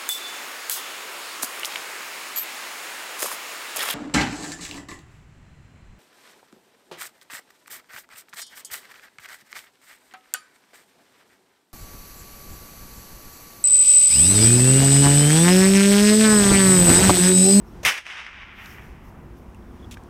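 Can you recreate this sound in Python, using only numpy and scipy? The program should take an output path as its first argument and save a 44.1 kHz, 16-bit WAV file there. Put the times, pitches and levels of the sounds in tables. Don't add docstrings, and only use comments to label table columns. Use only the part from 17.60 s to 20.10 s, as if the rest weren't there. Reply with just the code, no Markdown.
import sys
import numpy as np
from scipy import signal
from scipy.fft import rfft, irfft
from scipy.io import wavfile
from scipy.ndimage import uniform_filter1d

SR = 44100
rng = np.random.default_rng(int(sys.argv[2]) if len(sys.argv) > 2 else 0)


def boost(x):
    u = np.asarray(x, float) / 20
    return 10 ** u


def inscribe(sig):
    pcm = np.round(np.clip(np.atleast_2d(sig).T, -1, 1) * 32767)
    wavfile.write(sys.argv[1], SR, pcm.astype(np.int16))


N = 110205
TIME = np.arange(N) / SR
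FREQ = np.fft.rfftfreq(N, 1 / SR) + 1e-3

# pitch_hz, level_db (per Hz)
TRAFFIC_COLOUR = [(22, -7), (55, 1), (110, -7.5), (230, -9), (600, -21.5), (1000, -21), (2500, -36),
                  (4300, -50)]
# time_s, level_db
TRAFFIC_LEVEL = [(0, -1.5), (.2, 0.5), (1.0, 0), (1.2, 0.5), (1.4, -1), (1.6, 1), (1.8, -1), (2.0, -0.5),
                 (2.25, 1), (2.5, 0)]
# pitch_hz, width_hz, level_db
MACHINE_HUM = [
    (59, 9.4, -51),
    (223, 29, -56.5),
    (350.8, 2.54, -57),
]
# pitch_hz, level_db (per Hz)
LEAF_COLOUR = [(1500, -16), (3000, 6), (4400, -0.5), (5600, 3.5), (7200, -4.5), (9000, -4), (12000, -18.5),
               (16000, -17)]
# time_s, level_db
BREEZE_LEVEL = [(0, 0), (.2, 7), (.9, 4), (1.3, 4), (1.55, -9), (1.75, -2), (2.0, 0), (2.2, 3), (2.5, 2)]
# start_s, peak_db, pitch_hz, length_s
BIRD_CHIPS = [
    (.06, -66, 5550, .05),
    (1.094, -57, 5460, .035),
    (2.187, -60, 3450, .02),
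    (2.223, -53, 3460, 0.018),
    (2.243, -47, 3420, 0.006),
    (2.249, -52, 3430, 0.0067),
]
# start_s, peak_db, pitch_hz, decay_cycles
TWIG_TICKS = [(1.059, -29.5, 4030, 1.4), (1.061, -37, 6200, 2.8), (1.788, -46, 11000, 1.2),
              (1.947, -45, 2720, 6), (1.947, -39.5, 8000, 1.2), (2.026, -55, 3330, 7),
              (2.3712, -33, 1600, 4), (2.3725, -39, 2300, 4.1), (.2462, -25, 2300, 4),
              (2.373, -52, 5400, 3.5), (2.437, -38.5, 8000, 1.2)]
# start_s, attack_s, hold_s, release_s (per 20 dB), level_db
GRASS_RUSTLES = [
    (.04, 0.02, 0.062, 0.12, -67.5),
    (.88, 0.18, .07, 0.14, -55),
    (1.2, 0.035, 0.025, 0.13, -66.5),
    (1.39, 0.062, 0.043, 0.045, -65),
    (1.74, 0.032, .01, .15, -67),
    (2.1, 0.055, 0.089, .1, -81),
    (2.41, 0.022, 0.023, .05, -75),
]
# pitch_hz, level_db (per Hz)
RUSTLE_COLOUR = [(2500, -18.5), (4000, -8.5), (5600, 0), (7800, -8), (10000, -9), (12500, -1),
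                 (16000, -7.5)]
# start_s, attack_s, hold_s, release_s (per 20 dB), level_db
FOOT_SCUFFS = [
    (2.3102, .001, .016, .022, -43.5),
    (2.338, .003, .004, .005, -49),
    (2.364, .008, .006, .012, -60),
]
# pitch_hz, level_db (per Hz)
SCUFF_COLOUR = [(1100, -40), (1700, -10), (2200, -3), (3400, -1.5), (4300, -10.5), (6000, -8), (10400, -14),
                (15500, -21)]
# start_s, attack_s, hold_s, release_s (per 20 dB), level_db
LASH_SWISH = [
    (.226, 0.0087, 0.0023, .014, -33.5),
    (.246, .003, .001, .002, -40),
]
# pitch_hz, level_db (per Hz)
SWISH_COLOUR = [(290, -28), (500, 0.5), (3650, -14), (6800, -11.5), (9630, -24.5), (14500, -20),
                (16000, -39)]
# delay_ms (after the crack), level_db
SHOCK_ARRIVALS = [
    (0, -6),
    (.43, -4),
    (.88, -12),
    (1.92, -6),
    (2.42, -6),
]
# start_s, peak_db
WALL_ECHOES = [
    (0.378, -18.5),
    (0.4653, -26.5),
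    (0.5013, -27),
    (0.5686, -26),
    (0.6649, -22.5),
    (0.7634, -42),
    (0.821, -28),
    (0.9954, -30),
    (1.1834, -32),
]
# time_s, level_db
SCATTER_LEVEL = [(0.252, -16.5), (0.26, -16), (0.292, -17.5), (0.32, -27.5), (0.368, -34.5), (0.38, -33.5),
                 (0.396, -40), (0.444, -49.5), (0.464, -42), (0.578, -37.5), (0.722, -43.5), (0.956, -47.5),
                 (1.006, -41.5), (1.594, -67), (1.7, -75)]

CRACK_S = .24995


def unit(x):
    return x / np.sqrt(np.mean(x ** 2))


def read(table, x, log=False):
    a = np.array(table, float)
    if log:
        return np.interp(np.log(x), np.log(a[:, 0]), a[:, 1])
    return np.interp(x, a[:, 0], a[:, 1])


def walk(rate_hz):
    hold = int(SR / rate_hz)
    levels = np.repeat(rng.standard_normal(N // hold + 1), hold)
    return 1.48 * uniform_filter1d(uniform_filter1d(levels, hold), hold)[:N]


def bands(spectrum, per_octave):
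    for k in np.arange(4.5 * per_octave, 14.3 * per_octave):
        mask = np.clip(1 - np.abs(np.log2(FREQ) * per_octave - k), 0, 1)
        yield 2 ** (k / per_octave), irfft(spectrum * mask, N)


def noise_spectrum():
    return rfft(rng.standard_normal(N))


def grains(uneven_db, per_s):
    chance, side, size = rng.random((3, N))
    clicks = (chance < per_s / SR) * np.sign(side - .5)
    return unit(clicks * boost(-uneven_db * np.log(size + 1e-9)))


def town():
    level_db, flicker_db = -42.5, 1.2
    road = 0
    for hz, band in bands(noise_spectrum() * boost(read(TRAFFIC_COLOUR, FREQ, True)), 1.932):
        steadier = min(1, (300 / hz) ** 0.27)
        road = road + band * boost(flicker_db * walk(14) * steadier)
    hum = 0
    for hz, width, db in MACHINE_HUM:
        resonance = 1 / (1 + ((FREQ - hz) / width) ** 2)
        hum = hum + boost(db) * unit(irfft(noise_spectrum() * resonance, N))
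    return boost(read(TRAFFIC_LEVEL, TIME)) * (boost(level_db) * unit(road) + hum)


def leaves():
    hiss = irfft(noise_spectrum() * boost(read(LEAF_COLOUR, FREQ, True)), N)
    return boost(-70.5 + read(BREEZE_LEVEL, TIME) + .7 * walk(8)) * unit(hiss)


def gain_control():
    start_s, depth_db = .265, -19
    fall_s, hold_s, back_s = .05, 0.065, .9
    t = TIME - start_s
    fall = np.clip(t / fall_s, 0, 1)
    back = np.clip((t - fall_s - hold_s) / back_s, 0, 1)
    return boost(depth_db * (fall - back))


def bird():
    out = np.zeros(N)
    flutter_db = 3.5 * walk(400)
    for s, db, hz, length in BIRD_CHIPS:
        t = np.clip((TIME - s) / length, 0, 1)
        whistle = np.sin(2 * np.pi * hz * (TIME - s) * (1 - 0.017 * t))
        out = out + boost(db - 3 + flutter_db) * np.sin(np.pi * t) ** 2 * whistle
    return out


def twigs():
    out = np.zeros(N)
    for s, db, hz, cycles in TWIG_TICKS:
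        t = np.clip(TIME - s, 0, .05)
        out = out + boost(db) * np.sin(2 * np.pi * hz * t) * np.exp(-t * hz / cycles) * (t < .05)
    return out


def brush(events, colour, uneven_db, per_s):
    envelope = 0
    for s, attack, hold, release, db in events:
        t = TIME - s
        release_db = -20 * np.clip(t - attack - hold, 0, None) / release
        envelope = envelope + np.clip(t / attack, 0, 1) ** 2 * boost(db + release_db)
    spectrum = rfft(grains(uneven_db, per_s)) * boost(read(colour, FREQ, True))
    return envelope * unit(irfft(spectrum, N))


def grass():
    return brush(GRASS_RUSTLES, RUSTLE_COLOUR, 1.2, 12000)


def feet():
    return brush(FOOT_SCUFFS, SCUFF_COLOUR, 2.0, 12000)


def lash():
    return brush(LASH_SWISH, SWISH_COLOUR, 2.9, 14000)


def thump():
    length_s = 0.022
    t = np.clip((TIME - CRACK_S) / length_s, 0, 1)
    push = boost(-34) * np.sin(2 * np.pi * 70 * length_s * t)
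    knock = boost(-34.5) * np.sin(2 * np.pi * 148 * length_s * t)
    return np.sin(np.pi * t) * (push + knock)


def shock(ms):
    rise_hz, ring_hz, ring_q, bass_share = 31000, 1995, 1.51, 0.67
    w = np.pi * FREQ * ms / 1000
    s = 1j * FREQ / ring_hz
    n_wave = 1j * (np.sin(w) / w ** 2 - np.cos(w) / w) * np.exp(-1j * w) * ms * SR / 1000
    ring = (s ** 2 + bass_share * (1 + s)) / (1 + s / ring_q + s ** 2)
    return n_wave / (1 + 1j * FREQ / rise_hz) * ring


def path_db(hz, late_s):
    air = 8.5 * late_s * ((hz / 2000) ** 1.29 - 1)
    bass = 5.5 * max(np.log2(1300 / hz), 0) * np.clip(late_s / 0.38, 0, 1)
    return -air - bass


def direct_shock(wave):
    arrivals = 0
    for ms, db in SHOCK_ARRIVALS:
        arrivals = arrivals + boost(db) * np.exp(-2j * np.pi * FREQ * (CRACK_S + ms / 1000))
    return wave * arrivals


def wall_echoes(wave):
    smear_ms = 4.0
    bursts = 0
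    for s, db in WALL_ECHOES:
        decay = np.exp(-np.clip(TIME - s, 0, .1) * 1000 / smear_ms)
        bursts = bursts + boost(db - 4 - 9.5) * (TIME > s) * decay
    return rfft(grains(1.2, 5000) * bursts) * wave


def scatter(shock_ms):
    spread = 0.075
    spectrum = 0
    for stretch, db in ((1 - spread, 0), (1 + spread, 0), (.72, -15)):
        spectrum = spectrum + boost(db) * rfft(grains(2, 9000)) * shock(shock_ms * stretch)
    level = boost(read(SCATTER_LEVEL, TIME) + 1.5 + 1.0 * walk(45.07))
    onset = np.clip((TIME - CRACK_S) / 0.0044, 0, 1)
    fade = boost(-40 * np.clip(TIME - 1.6, 0, None))
    return unit(irfft(spectrum, N)) * level * onset * fade


def crack():
    shock_ms = 0.335
    wave = shock(shock_ms)
    returns = direct_shock(wave) + wall_echoes(wave) + rfft(scatter(shock_ms))
    late_s = np.clip(TIME - CRACK_S, 0, None)
    return sum(band * boost(path_db(hz, late_s)) for hz, band in bands(returns, 3))


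def scene():
    background = (town() + leaves()) * gain_control()
    nearby = bird() + twigs() + grass() + feet() + lash()
    return (background + nearby + thump() + crack())[None]


def band_limit(x):
    return signal.sosfilt(signal.butter(12, 15900, fs=SR, output="sos"), x)


def record(dry):
    ceiling = .9
    limited = np.tanh(dry / ceiling) * ceiling
    top_cut = signal.ellip(10, .2, 70, 15900, fs=SR, output="sos")
    mix = signal.sosfilt(top_cut, limited)
    return band_limit(mix)


dry = scene()
out = record(dry)
inscribe(out)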